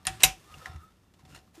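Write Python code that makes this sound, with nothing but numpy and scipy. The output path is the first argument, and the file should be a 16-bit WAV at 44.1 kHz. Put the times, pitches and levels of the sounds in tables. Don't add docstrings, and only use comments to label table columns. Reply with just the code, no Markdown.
import sys
import numpy as np
from scipy import signal
from scipy.fft import rfft, irfft, next_fast_len
from scipy.io import wavfile
from scipy.ndimage import uniform_filter1d, map_coordinates

SR = 44100
rng = np.random.default_rng(int(sys.argv[2]) if len(sys.argv) > 2 else 0)


def natural_amplitude(level_db):
    exponent = np.asarray(level_db, float) / 20
    return 10 ** exponent


def store_pcm(level_fs):
    pcm = np.round(np.clip(level_fs, -1, 1) * 32767).astype(np.int16)
    wavfile.write(sys.argv[1], SR, np.atleast_2d(pcm).T)


N = 70560

# time in seconds, hiss in dB, side wall hum in dB, share heard through the box 0-1.
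SLIDE = [(0, -63.5, -70, 1), (.04, -65.5, -72.5, 0.36), (.4, -62, -78.5, 0.1), (.5, -59.5, -61.5, 0.38),
         (.64, -54, -52, 0.53), (.72, -56, -55.5, 1), (.8, -66, -55, 0.83), (.89, -70.5, -62, 0.77),
         (.92, -70.5, -95, 0.49), (1.1, -75.5, -89, 0.59), (1.27, -70, -81, 0.46), (1.3, -61.5, -72, 0.27),
         (1.34, -68.5, -84, 0.52), (1.365, -60.5, -82, 0.6), (1.4, -66.5, -89, 0.46), (1.53, -78, -83, 0),
         (1.55, -60, -82.5, 0), (1.6, -60, -76.5, 0.26)]
# pitch in Hz, level in dB per Hz.
SKIN = [(150, -32), (250, -3), (913, -9.5), (1380, -11.5), (2090, -7), (2710, -9), (7130, -16),
        (13500, -28), (15500, -34)]
# pitch in Hz, level in dB per Hz.
BRUSH = [(240, -32), (400, -5.5), (6950, -13.5), (13100, -20.5), (14800, -23)]
# pitch in Hz, width in Hz, level in dB.
BOX = [(755, 40, 0), (1040, 280, -4.5), (1360, 130, 0), (1770, 130, -4.5), (2740, 70, -5.5),
       (3600, 200, -5.5), (5400, 110, -5.5)]
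BOX_DB = 15

# time in seconds, rumble in dB.
PUSH = [(0.0, -57), (0.034, -67), (0.08, -42.5), (0.196, -53.5), (0.218, -80), (0.254, -39), (0.324, -57),
        (0.44, -66), (0.574, -51.5), (0.64, -64), (0.698, -50), (0.722, -58.5), (0.762, -50),
        (0.864, -65.5), (1.184, -66), (1.332, -54.5), (1.42, -64.5), (1.6, -67.5)]
# pitch in Hz, level in dB per Hz.
WOOD = [(15, -43), (30, -11.5), (87, -1.5), (149, -12.5), (267, -24.5), (352, -16), (400, -29.5),
        (520, -53.5), (880, -120)]
# start in seconds, level in dB, pitch in Hz.
BUMPS = [
    (0.569, -47.5, 139.5),
    (0.685, -34.5, 82.5),
    (0.742, -31, 75.8),
    (1.23, -47.5, 141.6),
    (1.327, -44, 152),
]
# pitch in Hz, level in dB per Hz.
AIR = [(100, -28.5), (170, -1), (262, -9), (451, -15), (1670, -26), (12700, -37.5), (15000, -36)]

# pitch in Hz, level in dB, time to fall 60 dB in seconds.
LID_SIDE = [(626, -16, .2), (904, -12.5, 0.15)]
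LID_T60_S = [.28, .08]
# start in seconds, level in dB, pitch in Hz, time to fall 60 dB in seconds,
# crack in dB against the note.
TICKS = [(0.052, -33, 11800, 0.021, -10.5), (0.0522, -26, 4230, 0.0066, -16.5),
         (0.054, -41, 1855, 0.089, -4.5), (0.197, -62, 2700, .03, 16), (0.2015, -42.5, 2790, 0.026, -8),
         (0.2045, -39.5, 2750, 0.027, 4), (0.209, -47, 2750, 0.021, 6.5), (0.2140, -33, 2770, 0.02, -8.5),
         (0.2216, -29, 8150, 0.015, -5.5), (0.228, -29, 8500, .02, -19), (0.2295, -29, 5200, .02, -7),
         (0.2214, -45, 2700, 0.023, -3), (0.2278, -38.5, 2700, 0.044, -8), (0.2357, -8, 12900, 0.018, -6),
         (0.2511, -4.5, 6800, 0.009, -32), (0.5410, -33, 2796, 0.022, -15), (0.562, -53, 490, 0.088, -25.5),
         (0.622, -48, 505, .08, -18), (0.6582, -21, 1884, 0.016, -20), (0.6582, -45.5, 8470, .01, 6.5),
         (0.659, -41, 1058, 0.058, -21), (0.665, -41, 1389, 0.083, -11), (0.733, -57, 8800, .015, 3),
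         (0.7600, -47.5, 1950, .03, -6.5), (1.1372, -62, 3476, 0.032, 5.5), (1.1920, -57, 1039, 0.063, -4),
         (1.2270, -58, 755, 0.12, -30), (1.2510, -59.5, 3540, 0.034, 5.5), (1.3480, -51, 1420, .04, -20),
         (1.477, -55.5, 1188, 0.026, -15), (1.578, -43.5, 333.4, 0.21, -32.5)]

# start in seconds, level in dB, time to fall 60 dB in seconds,
# snap 0 (first) or 1 (second).
CONTACTS = [
    (0.0670, -38.5, .02, 0),
    (0.0690, -16.5, .008, 0),
    (0.0722, -26.5, .01, 0),
    (0.0825, -35, .01, 0),
    (0.234, -3, .008, 1),
    (0.2360, -7.5, .008, 1),
    (0.2376, -14.5, .006, 1),
    (0.2416, -8.5, .01, 1),
    (0.2465, -15.5, .008, 1),
    (0.2487, -17.5, .008, 1),
]
# pitch in Hz, level in dB per Hz.
EDGE = [(800, -38), (2700, -7), (4200, -6), (8500, 2), (12500, -4.5), (15500, -25)]
BLUR_HZ, BLUR_DB = 266, 7.5

# start in seconds, level in dB, hold in seconds, lid in dB, table in dB.
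SNAPS = [
    (0.0688, -21, 0.0014, -30, -41),
    (0.2343, -5.5, 0.0039, -22.5, -30.5),
]
# pitch in Hz, level in dB,
# time to fall 60 dB in seconds.
SEAT = [(1040, -9.5, 0.13), (1313, -10, 0.14), (1895, 0, 0.057), (2350, -4.5, 0.062), (2700, -2, 0.048),
        (3130, -3.5, 0.093), (3914, -6, .06), (5200, -4.5, .06), (7000, -4.5, 0.073), (9260, 0.5, 0.051)]
LATCH = [(1033, -6, 0.13), (1447, -6, 0.092), (2073, -7, 0.13), (2584, -3.5, 0.15), (2810, -1, 0.1),
         (3890, 3, 0.14), (5446, -7, 0.083), (5870, 1.5, 0.052), (6680, -2.5, 0.1), (7500, -6, 0.093),
         (9430, -9, 0.18), (11560, -8, 0.059), (12900, -4, 0.051)]
# pitch in Hz, level in dB per Hz.
SEAT_AIR = [(88, -31), (150, -5), (520, -30), (760, -16), (1500, -10.5), (2700, -7), (8230, -12),
            (13000, -26.5), (16000, -47)]
LATCH_AIR = [(88, -44), (150, -24.5), (790, -18), (1240, -12), (2810, -2.5), (4200, -10), (6770, -7),
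             (13200, -6), (16000, -45.5)]
RING_DB = [-12, -12]
SPRAY_T60_S = [0.076, .05]
# pitch in Hz, level in dB per Hz.
SEAT_TAIL = [(560, -24.5), (950, -9.5), (1370, -2), (4330, -9), (5640, -14), (8330, -11), (14800, -27.5)]
LATCH_TAIL = [(560, -40), (950, -16), (1750, -13), (2650, -3), (4280, -15), (5840, -8), (13200, -24),
              (14800, -31.5)]
TAIL_DB = [-42.5, -21.5]
TAIL_T60_S = [0.46, 0.2]
# pitch in Hz, level in dB, time to fall 60 dB in seconds.
TABLE = [(47, 0.5, .25), (92, -9, .2), (148, -0.5, 0.15), (250, -6, 0.037), (358.7, -4.5, 0.14)]

# start in seconds, level in dB, pitch in Hz, time to
# fall 60 dB in seconds.
LONE_NOTES = [
    (0.200, -50, 2740, .2),
    (0.245, -35.5, 2630, 0.23),
    (0.665, -50, 753, 0.34),
    (1.252, -61.5, 750, .15),
    (1.368, -59.5, 755, 0.25),
    (1.352, -53.5, 1780, .1),
]
# time in seconds, level in dB.
SCRAPE = [
    (0, -110),
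    (1.283, -100),
    (1.292, -66.5),
    (1.335, -58.5),
    (1.344, -63.5),
    (1.349, -51.5),
    (1.372, -54.5),
    (1.382, -57.5),
    (1.41, -73),
    (1.6, -110),
]
# pitch in Hz, width in Hz, level in dB.
RIM = [(750, 68, -5), (1390, 90, 4), (1870, 110, -0.5), (2790, 200, 4), (4100, 200, -0.5), (5300, 220, -1),
       (7100, 400, -6), (8900, 403, -6.5)]
# pitch in Hz, time to fall 60 dB in seconds.
ROOM = [(200, 0.27), (800, .22), (3000, 0.067), (8000, 0.081), (15000, 0.11)]


def unit(x):
    return x / np.sqrt(np.mean(x ** 2) + 1e-20)


def along(points, hz):
    f, v = np.transpose(points)
    return np.interp(np.log(hz + 1), np.log(f + 1), v)


def curves(rows):
    s, *cols = np.transpose(rows)
    return [np.interp(np.arange(N) / SR, s, c) for c in cols]


def wobble(rate):
    return map_coordinates(rng.standard_normal(N // 20), [np.arange(N) * rate / SR])


def noise(spectrum, size, peaks=(), peak_db=0):
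    m = next_fast_len(size + 8192)
    f = np.fft.rfftfreq(m, 1 / SR)
    lift = 1 + sum(natural_amplitude(peak_db + db) / (1 + (2 * (f - hz) / w) ** 2) for hz, w, db in peaks)
    shaped = rfft(rng.standard_normal(m)) * natural_amplitude(along(spectrum, f)) * lift
    return unit(irfft(shaped, m)[:size])


def ring(modes, t, rise_s):
    notes = sum(natural_amplitude(db - 60 * t / t60) * np.sin(2 * np.pi * hz * t) for hz, db, t60 in modes)
    return notes * (1 - np.exp(-t / rise_s))


def add(track, s, sound):
    part = track[round(s * SR):][:len(sound)]
    part += sound[:len(part)]


def fingers():
    slide_db, wall_db, share = curves(SLIDE)
    share = np.clip(share, 0, 1)
    bare = np.sqrt(1 - share) * noise(BRUSH, N)
    boxed = np.sqrt(share) * noise(SKIN, N, BOX, BOX_DB)
    grain = natural_amplitude(1.6 * wobble(400) + wobble(40))
    wide_hz = 30
    pitch_hz = np.interp(np.arange(N) / SR, [.45, .6], [1170, 1290])
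    band = [(1, 0), (wide_hz / 2, -3), (wide_hz * 2, -14), (1000, -45)]
    turn = 2 * np.pi * np.cumsum(pitch_hz) / SR
    hum = unit(noise(band, N) * np.cos(turn) + noise(band, N) * np.sin(turn))
    return natural_amplitude(slide_db) * (bare + boxed) * grain + natural_amplitude(wall_db - 3 + 3.5 * wobble(31)) * hum


def table():
    push_db, = curves(PUSH)
    rumble = noise(WOOD, N)
    loudness = np.sqrt(np.abs(uniform_filter1d(rumble ** 2, size=1500)) + .1)
    out = natural_amplitude(push_db) * unit(rumble / loudness)
    t = np.arange(SR // 4) / SR
    for s, db, hz in BUMPS:
        add(out, s, natural_amplitude(db) * ring([(hz, 0, .15), (1.848 * hz, -8, .12)], t, 0.0081))
    return out


def room_air():
    return natural_amplitude(-66 + wobble(8)) * noise(AIR, N)


def lid(t):
    middle_hz, beat_hz, swell_s, held_s = 748, 31, .004, .11
    upper_t60, lower_t60 = LID_T60_S
    upper = ring([(middle_hz + beat_hz / 2, -4, upper_t60)], t, swell_s)
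    lower = ring([(middle_hz - beat_hz / 2, 0, lower_t60)], t, swell_s)
    choke = np.exp(-(t / held_s) ** 4)
    return (upper - lower + ring(LID_SIDE, t, swell_s)) * choke


def ticks():
    out, t = np.zeros(N), np.arange(SR // 4) / SR
    for s, db, hz, t60, crack_db in TICKS:
        tick = ring([(hz, -2, t60), (hz * .93, -16, 2 * t60)], t, .0007)
        crack_fade = natural_amplitude(crack_db - 2 - 60 * t / (2 * t60)) * (1 - np.exp(-t / 0.000087))
        tick = tick + crack_fade * noise(SKIN[2:], len(t))
        if 999 < hz < 3100:
            body_fade = natural_amplitude(-20 - 60 * t / (3 * t60)) * (1 - np.exp(-t / 0.013))
            tick = tick + body_fade * noise(SKIN, len(t), BOX, BOX_DB) + natural_amplitude(-24) * lid(t)
        add(out, s, natural_amplitude(db) * tick)
    return out


def contacts():
    out, t = np.zeros(N), np.arange(SR // 20) / SR
    for s, db, t60, snap in CONTACTS:
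        tray = LATCH if snap > .5 else SEAT
        peaks = [(hz, 2 * BLUR_HZ, level) for hz, level, _ in tray]
        fade = natural_amplitude(db - 60 * t / t60) * np.minimum(t / .0001, 1)
        add(out, s, fade * noise(EDGE, len(t), peaks, BLUR_DB))
    return out


def snaps():
    out, t = np.zeros(N), np.arange(SR // 2) / SR
    damping, rough_hz = .35, 120
    for k, (s, db, hold_s, lid_db, table_db) in enumerate(SNAPS):
        modes = (SEAT, LATCH)[k]
        peaks = [(hz, BLUR_HZ, level) for hz, level, _ in modes]
        spray_fade = natural_amplitude(-60 * np.maximum(t - hold_s, 0) / SPRAY_T60_S[k]) * np.minimum(t / .0003, 1)
        spray = noise((SEAT_AIR, LATCH_AIR)[k], len(t), peaks, BLUR_DB) * spray_fade
        tray = np.zeros(len(t))
        for hz, level, t60 in modes:
            tray += ring([(hz, level, damping * t60)], t, 0.00066) * (1 + wobble(rough_hz)[:len(t)])
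        rattle_fade = natural_amplitude(TAIL_DB[k] - 60 * t / TAIL_T60_S[k]) * (1 - np.exp(-t / 0.0055))
        rattle = noise((SEAT_TAIL, LATCH_TAIL)[k], len(t)) * rattle_fade
        thump = natural_amplitude(table_db) * ring(TABLE, t, .006)
        plastic = natural_amplitude(db - 4.5) * spray + natural_amplitude(db + RING_DB[k]) * tray
        add(out, s, plastic + rattle + natural_amplitude(lid_db) * lid(t) + thump)
    return out


def lone_notes():
    out, t = np.zeros(N), np.arange(SR // 4) / SR
    for s, db, hz, t60 in LONE_NOTES:
        add(out, s, natural_amplitude(db) * ring([(hz, 0, t60), (hz * 0.92, -6, t60)], t, 0.0022))
    return out


def scrape():
    level_db, = curves(SCRAPE)
    return natural_amplitude(level_db + 2.8 * wobble(500)) * noise(BRUSH[1:], N, RIM, peak_db=9.5)


def room(x):
    hz, t, z = signal.stft(rng.standard_normal(SR // 2), SR, nperseg=256)
    fade = natural_amplitude(-60 * t / along(ROOM, hz)[:, None])
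    tail = signal.istft(z * fade, SR, nperseg=256)[1]
    late = np.pad(x, (200, 0))
    return signal.fftconvolve(late, tail / np.linalg.norm(tail))[:N]


def scene():
    hits = ticks() + contacts() + snaps() + lone_notes()
    return (fingers() + table() + room_air() + hits + natural_amplitude(-12) * room(hits) + scrape())[None]


def band_limit(x):
    return signal.sosfilt(signal.butter(12, 16270, fs=SR, output="sos"), x)


def record(dry):
    ceiling, low_hz, top_hz = .72, 37, 14700
    soft = dry / (1 + np.abs(dry / ceiling) ** 4) ** (1 / 4)
    no_deep = signal.sosfilt(signal.butter(3, low_hz, "high", fs=SR, output="sos"), soft)
    mix = signal.sosfilt(signal.cheby1(13, .5, top_hz, fs=SR, output="sos"), no_deep)
    return band_limit(mix)


dry = scene()
out = record(dry)
store_pcm(out)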